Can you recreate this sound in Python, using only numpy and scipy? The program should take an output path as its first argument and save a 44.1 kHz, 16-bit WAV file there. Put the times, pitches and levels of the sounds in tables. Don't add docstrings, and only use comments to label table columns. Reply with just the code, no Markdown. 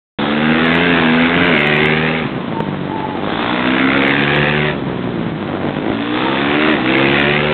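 import sys
import numpy as np
from scipy import signal
from scipy.fft import rfft, irfft
from scipy.io import wavfile

SR = 44100
rng = np.random.default_rng(int(sys.argv[2]) if len(sys.argv) > 2 else 0)


def store_pcm(level_fs):
    pcm = np.round(np.clip(level_fs, -1, 1) * 32767).astype(np.int16)
    wavfile.write(sys.argv[1], SR, np.atleast_2d(pcm).T)


N = 332073
T = np.arange(N) / SR

NEAREST_S = [.14, .99, 3.45, 6.27]
# f/Hz, level/dB
GRIT_SPECTRUM = [(25,-18),(55,-6.5),(120,0.5),(300,9.5),(600,0.5),(1000,2.5),(1500,-2.5),(2800,-8.5),(3500,-6.5),(4300,-12)]
# start t/s, length t/s, pitch f/Hz, level/dB
TYRE_SQUEALS = [(2.508,0.27,908,-25),(2.848,.38,874,-25),(6.17,.25,925,-26)]
# shut t/s, pick-up t/s, driving again t/s, starting firing rate f/Hz, sag/(Hz/s), mid-coast level/dB
THROTTLE_OFF = [(.1,0.191,0.38,47.9,14,-36),(1.319,1.499,1.533,90.17,35,-20.5),(2.179,3.118,3.38,70,41,-22),(4.68,5.622,5.98,71.3,28,-20.5),(6.724,6.87,6.75,74.1,90,-16)]
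# f/Hz, level/dB
POP_SPECTRUM = [(25,-30.5),(60,-13.5),(100,-2),(150,0.5),(300,0.5),(450,-4),(700,-9.5),(1200,-22.5),(2000,-19),(3000,-36),(4200,-42.5)]
# t/s, level/dB
FUEL_BANGS = [(2.525,-8),(2.604,2.5),(2.745,-9.5),(2.961,-14),(3.111,-12),(3.174,-11.5),(3.276,-7.5),(4.702,-5.5),(4.932,-12.5),(5.427,-4.5),(5.917,-11.5)]
# f/Hz, level/dB
BANG_SPECTRUM = [(30,-27),(90,-7),(170,2),(400,0),(800,-5),(1700,-11),(2600,-18),(4200,-27)]
# f/(main resonance), level/dB
PIPE_SIDE = [(.42,-29.5),(.58,-31.5),(.7,-22),(.84,-22.5),(.97,-15),(1.1,-21),(1.3,-22.5),(1.7,-36.5)]
# f/Hz, level/dB
PIPE_REAR = [(100,-26),(147,-20.5),(165,-20),(215,-25.5),(245,-18),(298,-30),(345,-27.5),(380,-19),(420,-27)]
# f/Hz, level/dB
BARK_SPECTRUM = [(100,-38.5),(340,-12.5),(450,8.5),(560,12.5),(700,1),(850,2),(1100,-1.5),(1350,2.5),(1700,2.5),(2400,-8),(4300,-56.5)]
HISS_SPECTRUM = [(100,-36),(900,-27),(1800,-14.5),(2600,6),(3050,-3.5),(3550,3.5),(3900,-6),(4300,-8)]
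# t/s, firing rate f/Hz, exhaust level/dB re full drive
DRIVE_1 = [(.08,69.5,-16),(.32,73.6,-10.5),(.46,77.7,-5),(.6,81.4,-3.5),(.72,83,0),(.85,88,-0.5),(1.07,80,-1.5),(1.3,84,-9)]
DRIVE_2 = [(.88,71.9,-16),(1.05,77.64,-19),(1.2,82.76,-1),(1.48,89.26,1),(1.57,73.82,2.5),(1.84,76.08,1.5),(2.19,81.08,-6),(2.3,69.8,-22.5),(2.55,58,-33.5)]
DRIVE_3 = [(3.17,46.49,-33),(3.32,54.03,-21.5),(3.5,60.52,-6.5),(3.8,65.73,-2),(4.1,69.3,0),(4.4,73.22,0.5),(4.68,75.82,-5),(4.79,73.2,-18)]
DRIVE_4 = [(5.6,48.33,-22.5),(5.94,54.93,-15),(6.22,63.67,-7),(6.5,72.2,-3),(6.7,79.2,1),(6.81,62.28,-11),(6.9,64.74,-0.5),(7.16,70.98,3),(7.62,77.14,-5.5)]


def undb(db):
    return 10 ** (np.asarray(db) / 20)


def unit(x):
    return x / np.sqrt(np.mean(x ** 2))


def envelope(start_s, end_s, attack_s, release_s):
    return np.clip(np.minimum((T - start_s) / attack_s, (end_s - T) / release_s), 0, 1)


def wander(rate_hz):
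    return np.interp(T * rate_hz, np.arange(4096), rng.standard_normal(4096))


def colour(x, spectrum, size=4096):
    hz, db = np.transpose(spectrum)
    bins_hz = np.arange(size // 2 + 1) * SR / size
    gain = undb(np.interp(np.log(bins_hz + 1), np.log(hz), db))
    cepstrum = irfft(np.log(gain))
    cepstrum[1:size // 2] *= 2
    cepstrum[size // 2 + 1:] = 0
    return signal.oaconvolve(x, irfft(np.exp(rfft(cepstrum))))[:N]


def resonate(x, hz, width_hz):
    return signal.lfilter(*signal.iirpeak(hz, hz / width_hz, fs=SR), x)


def clicks(times, sizes):
    at = np.clip(times * SR, 0, N + 1)
    i = at.astype(int)
    early = np.bincount(i, sizes * (1 - at + i), N + 3)
    late = np.bincount(i + 1, sizes * (at - i), N + 3)
    return (early + late)[:N]


def firings(cycle, scatter_db, jitter_s, count=800):
    timing, strength = rng.standard_normal((count, 2)).T
    times = np.interp(np.arange(count), cycle, T, left=-1, right=T[-1] + 1) + jitter_s * timing
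    return clicks(times, undb(scatter_db * np.clip(strength, -2, 1.5)) * (times > 0))


def puffs(pulses, decay_s):
    flow = signal.lfilter([1], [1, -np.exp(-1 / (decay_s * SR))], pulses)
    return unit(flow * rng.standard_normal(N))


def ground(x, lag_s, drift, share):
    lag = lag_s * (1 + drift * wander(4))
    return x + share * np.interp(T - lag, T, x)


def grit(circuit_db=-27, passing_db=-21.5, attack_s=.3, hold_s=.88, release_s=.55):
    passes = [envelope(s - attack_s, s + hold_s + release_s, attack_s, release_s) for s in NEAREST_S]
    gain = np.hypot(undb(circuit_db), undb(passing_db) * np.max(passes, axis=0))
    return gain * undb(1.4 * wander(35)) * unit(colour(rng.standard_normal(N), GRIT_SPECTRUM))


def squeal(start_s, length_s, hz, db, droop=.051):
    progress = np.clip((T - start_s) / length_s, 0, 1)
    pitch_hz = hz * (1 - droop * progress ** 3) * (1 + .022 * wander(170))
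    angle = 2 * np.pi * np.cumsum(pitch_hz) / SR
    sliding = envelope(start_s, start_s + length_s, attack_s=.076, release_s=.11)
    return sliding * undb(db + 4.4 * wander(60)) * (np.sin(angle) + .06 * np.sin(2 * angle))


def coasting(idle_hz=47.14, pickup_hz_per_s=23, swell_db=8.5):
    hz, gain, progress = np.full(N, idle_hz), np.zeros(N), np.zeros(N)
    for shut_s, pickup_s, drive_s, start_hz, sag, db in THROTTLE_OFF:
        elapsed = T - shut_s
        revs = np.maximum(start_hz - sag * elapsed, idle_hz)
        revs += pickup_hz_per_s * np.maximum(T - pickup_s, 0)
        hz = np.where(elapsed >= 0, revs, hz)
        progress = np.where(elapsed >= 0, np.minimum(elapsed / (drive_s - shut_s), 1), progress)
        approach = undb(db + swell_db * (progress - .5))
        gain += approach * envelope(shut_s, drive_s + .05, attack_s=.05, release_s=.1)
    return hz, gain, progress


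def overrun(lean_at=.58, side_db=-1.5):
    hz, gain, progress = coasting()
    cycle = np.cumsum(hz) / SR
    pulses = firings(cycle, scatter_db=3, jitter_s=.00035)
    gulps = firings(cycle + .4, scatter_db=2.5, jitter_s=.0005)
    gas = unit(pulses - .55 * gulps) + .68 * puffs(pulses, .011)
    side_on = np.clip((progress - lean_at) * 10 + .5, 0, 1)
    pipe = gas + .68 * resonate(gas, 235, 25) + .7 * resonate(gas, 322, 40)
    pipe += 2 * (1 - side_on) * resonate(gas, 164.5, 44) + .74 * side_on * resonate(gas, 800, 400)
    sparks = firings(cycle, scatter_db=8, jitter_s=.0008)
    crackle = unit(resonate(puffs(sparks, .0018), 1900, 2400))
    return gain * undb(side_db * side_on) * (unit(colour(pipe, POP_SPECTRUM)) + undb(-24) * crackle)


def backfires(volley_s=5.49, volley_hz=49.1, count=11):
    times, db = np.transpose(FUEL_BANGS)
    volley_db = -7.5 + 2.5 * rng.standard_normal(count)
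    volley = clicks(volley_s + np.arange(count) / volley_hz, undb(volley_db))
    pulses = clicks(times, undb(db)) + volley
    bangs = colour(pulses + .75 * pulses.std() * puffs(pulses, .005), BANG_SPECTRUM)
    return bangs / np.abs(colour(signal.unit_impulse(N), BANG_SPECTRUM)).max()


def pipe_level(hz, pipe_hz, away):
    side = np.interp(hz / pipe_hz, *np.transpose(PIPE_SIDE))
    rear = np.interp(hz, *np.transpose(PIPE_REAR))
    return (1 - away) * side + away * rear


def pipe_boom(cycle, overtones_db, lead_cycles=.19, waver_db=1.9):
    angle = 2 * np.pi * (cycle + lead_cycles + .006 * wander(60))
    harmonics = enumerate([overtones_db[0] - 13.5, *overtones_db], 1)
    return -np.sqrt(2) * sum(undb(db + waver_db * wander(30)) * np.sin(k * angle) for k, db in harmonics)


def silencer_ring(strike, nearest_s, rear_hz, width_hz):
    side, rear = (unit(resonate(resonate(strike, hz, width_hz), hz, 1.47 * width_hz))
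                  for hz in (.83 * rear_hz, rear_hz))
    side = unit(ground(side, lag_s=.001464, drift=.12, share=.62))
    rear = unit(ground(rear, lag_s=.0016, drift=.25, share=.5))
    behind = np.clip((T - nearest_s) / .65, 0, 1) ** 2
    return np.sqrt(1 - behind ** 2) * side + behind * rear


def motorcycle(drive, nearest_s, turn_after_s, pipe_hz, ring_hz, ring_width_hz, rough, boom_slope,
               boom_db, tail_on_db, bark_db, ring_db, hiss_db, growl_db, clatter_db):
    times, *columns = np.transpose(drive)
    hz, drive_db = (np.interp(T, times, column) for column in columns)
    cycle = np.cumsum(hz * (1 + .003 * wander(20))) / SR
    crack = firings(cycle, scatter_db=.9, jitter_s=.00004)
    gulp = firings(cycle + .39, scatter_db=2, jitter_s=.00008)
    pulses = crack + .58 * gulp
    gas = puffs(pulses, .0035)

    bark = colour(unit(pulses) + .5 * rough * gas, BARK_SPECTRUM)
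    bark = unit(ground(bark, lag_s=.002613, drift=.12, share=1))
    strike = unit(crack + .25 * gulp) + .8 * rough * puffs(pulses, .003)
    ring = silencer_ring(strike, nearest_s, ring_hz, ring_width_hz)
    hiss = unit(colour(.47 * unit(pulses) + gas, HISS_SPECTRUM)) * undb(1.1 * wander(45))
    growl = unit(resonate(resonate(unit(crack) + .22 * gas, 760, 450), 1200, 900))
    clatter = unit(resonate(puffs(pulses, .014), 3490, 330))

    away = np.clip((T - nearest_s - turn_after_s) / .37 + .5, 0, 1)
    lift_db = boom_slope * drive_db + tail_on_db * away
    overtones_db = [pipe_level(k * hz, pipe_hz, away) + lift_db for k in range(2, 6)]
    sound = undb(boom_db) * pipe_boom(cycle, overtones_db)
    sound += undb(drive_db + ring_db) * ring
    sound += undb(.66 * drive_db) * (undb(bark_db) * bark + undb(hiss_db) * hiss)
    near = 1 / (1 + ((T - nearest_s) / .18) ** 2)
    sound += near * (undb(growl_db) * growl + undb(clatter_db) * clatter)
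    return sound * envelope(times[0], times[-1], attack_s=.07, release_s=.07)


def scene():
    bikes = motorcycle(DRIVE_1, NEAREST_S[0], turn_after_s=1.2, pipe_hz=242.3, ring_hz=1850,
                       ring_width_hz=1160, rough=.85, boom_slope=.23, boom_db=.5, tail_on_db=-3,
                       bark_db=-18, ring_db=-15.5, hiss_db=-20, growl_db=-27, clatter_db=-24)
    bikes += motorcycle(DRIVE_2, NEAREST_S[1], turn_after_s=.59, pipe_hz=253, ring_hz=2090,
                        ring_width_hz=920, rough=1, boom_slope=.6, boom_db=-2, tail_on_db=.5,
                        bark_db=-20.5, ring_db=-18, hiss_db=-24, growl_db=-23.5, clatter_db=-33.5)
    bikes += motorcycle(DRIVE_3, NEAREST_S[2], turn_after_s=.73, pipe_hz=273.6, ring_hz=2000,
                        ring_width_hz=880, rough=.9, boom_slope=.64, boom_db=-2, tail_on_db=1.5,
                        bark_db=-19.5, ring_db=-17.5, hiss_db=-21, growl_db=-22, clatter_db=-28)
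    bikes += motorcycle(DRIVE_4, NEAREST_S[3], turn_after_s=.9, pipe_hz=311, ring_hz=2130,
                        ring_width_hz=1090, rough=1, boom_slope=.52, boom_db=-.5, tail_on_db=-.5,
                        bark_db=-20, ring_db=-19.5, hiss_db=-22.5, growl_db=-28.5, clatter_db=-29.5)
    return (bikes + overrun() + backfires() + sum(squeal(*row) for row in TYRE_SQUEALS) + grit())[None]


def record(dry):
    start_s, ceiling, full_scale = .187, .64, .69
    driven = dry * undb(1) * (T >= start_s)
    squashed = driven / (1 + (driven / ceiling) ** 4) ** (1 / 4)
    dulled = signal.sosfilt(signal.butter(6, 3800, fs=SR, output="sos"), squashed)
    narrow = signal.sosfiltfilt(signal.butter(14, 4130, fs=SR, output="sos"), dulled)
    clipped = np.clip(narrow, -full_scale, full_scale)
    return signal.sosfilt(signal.ellip(8, .2, 70, 15900, fs=SR, output="sos"), clipped)


dry = scene()
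out = record(dry)
store_pcm(out)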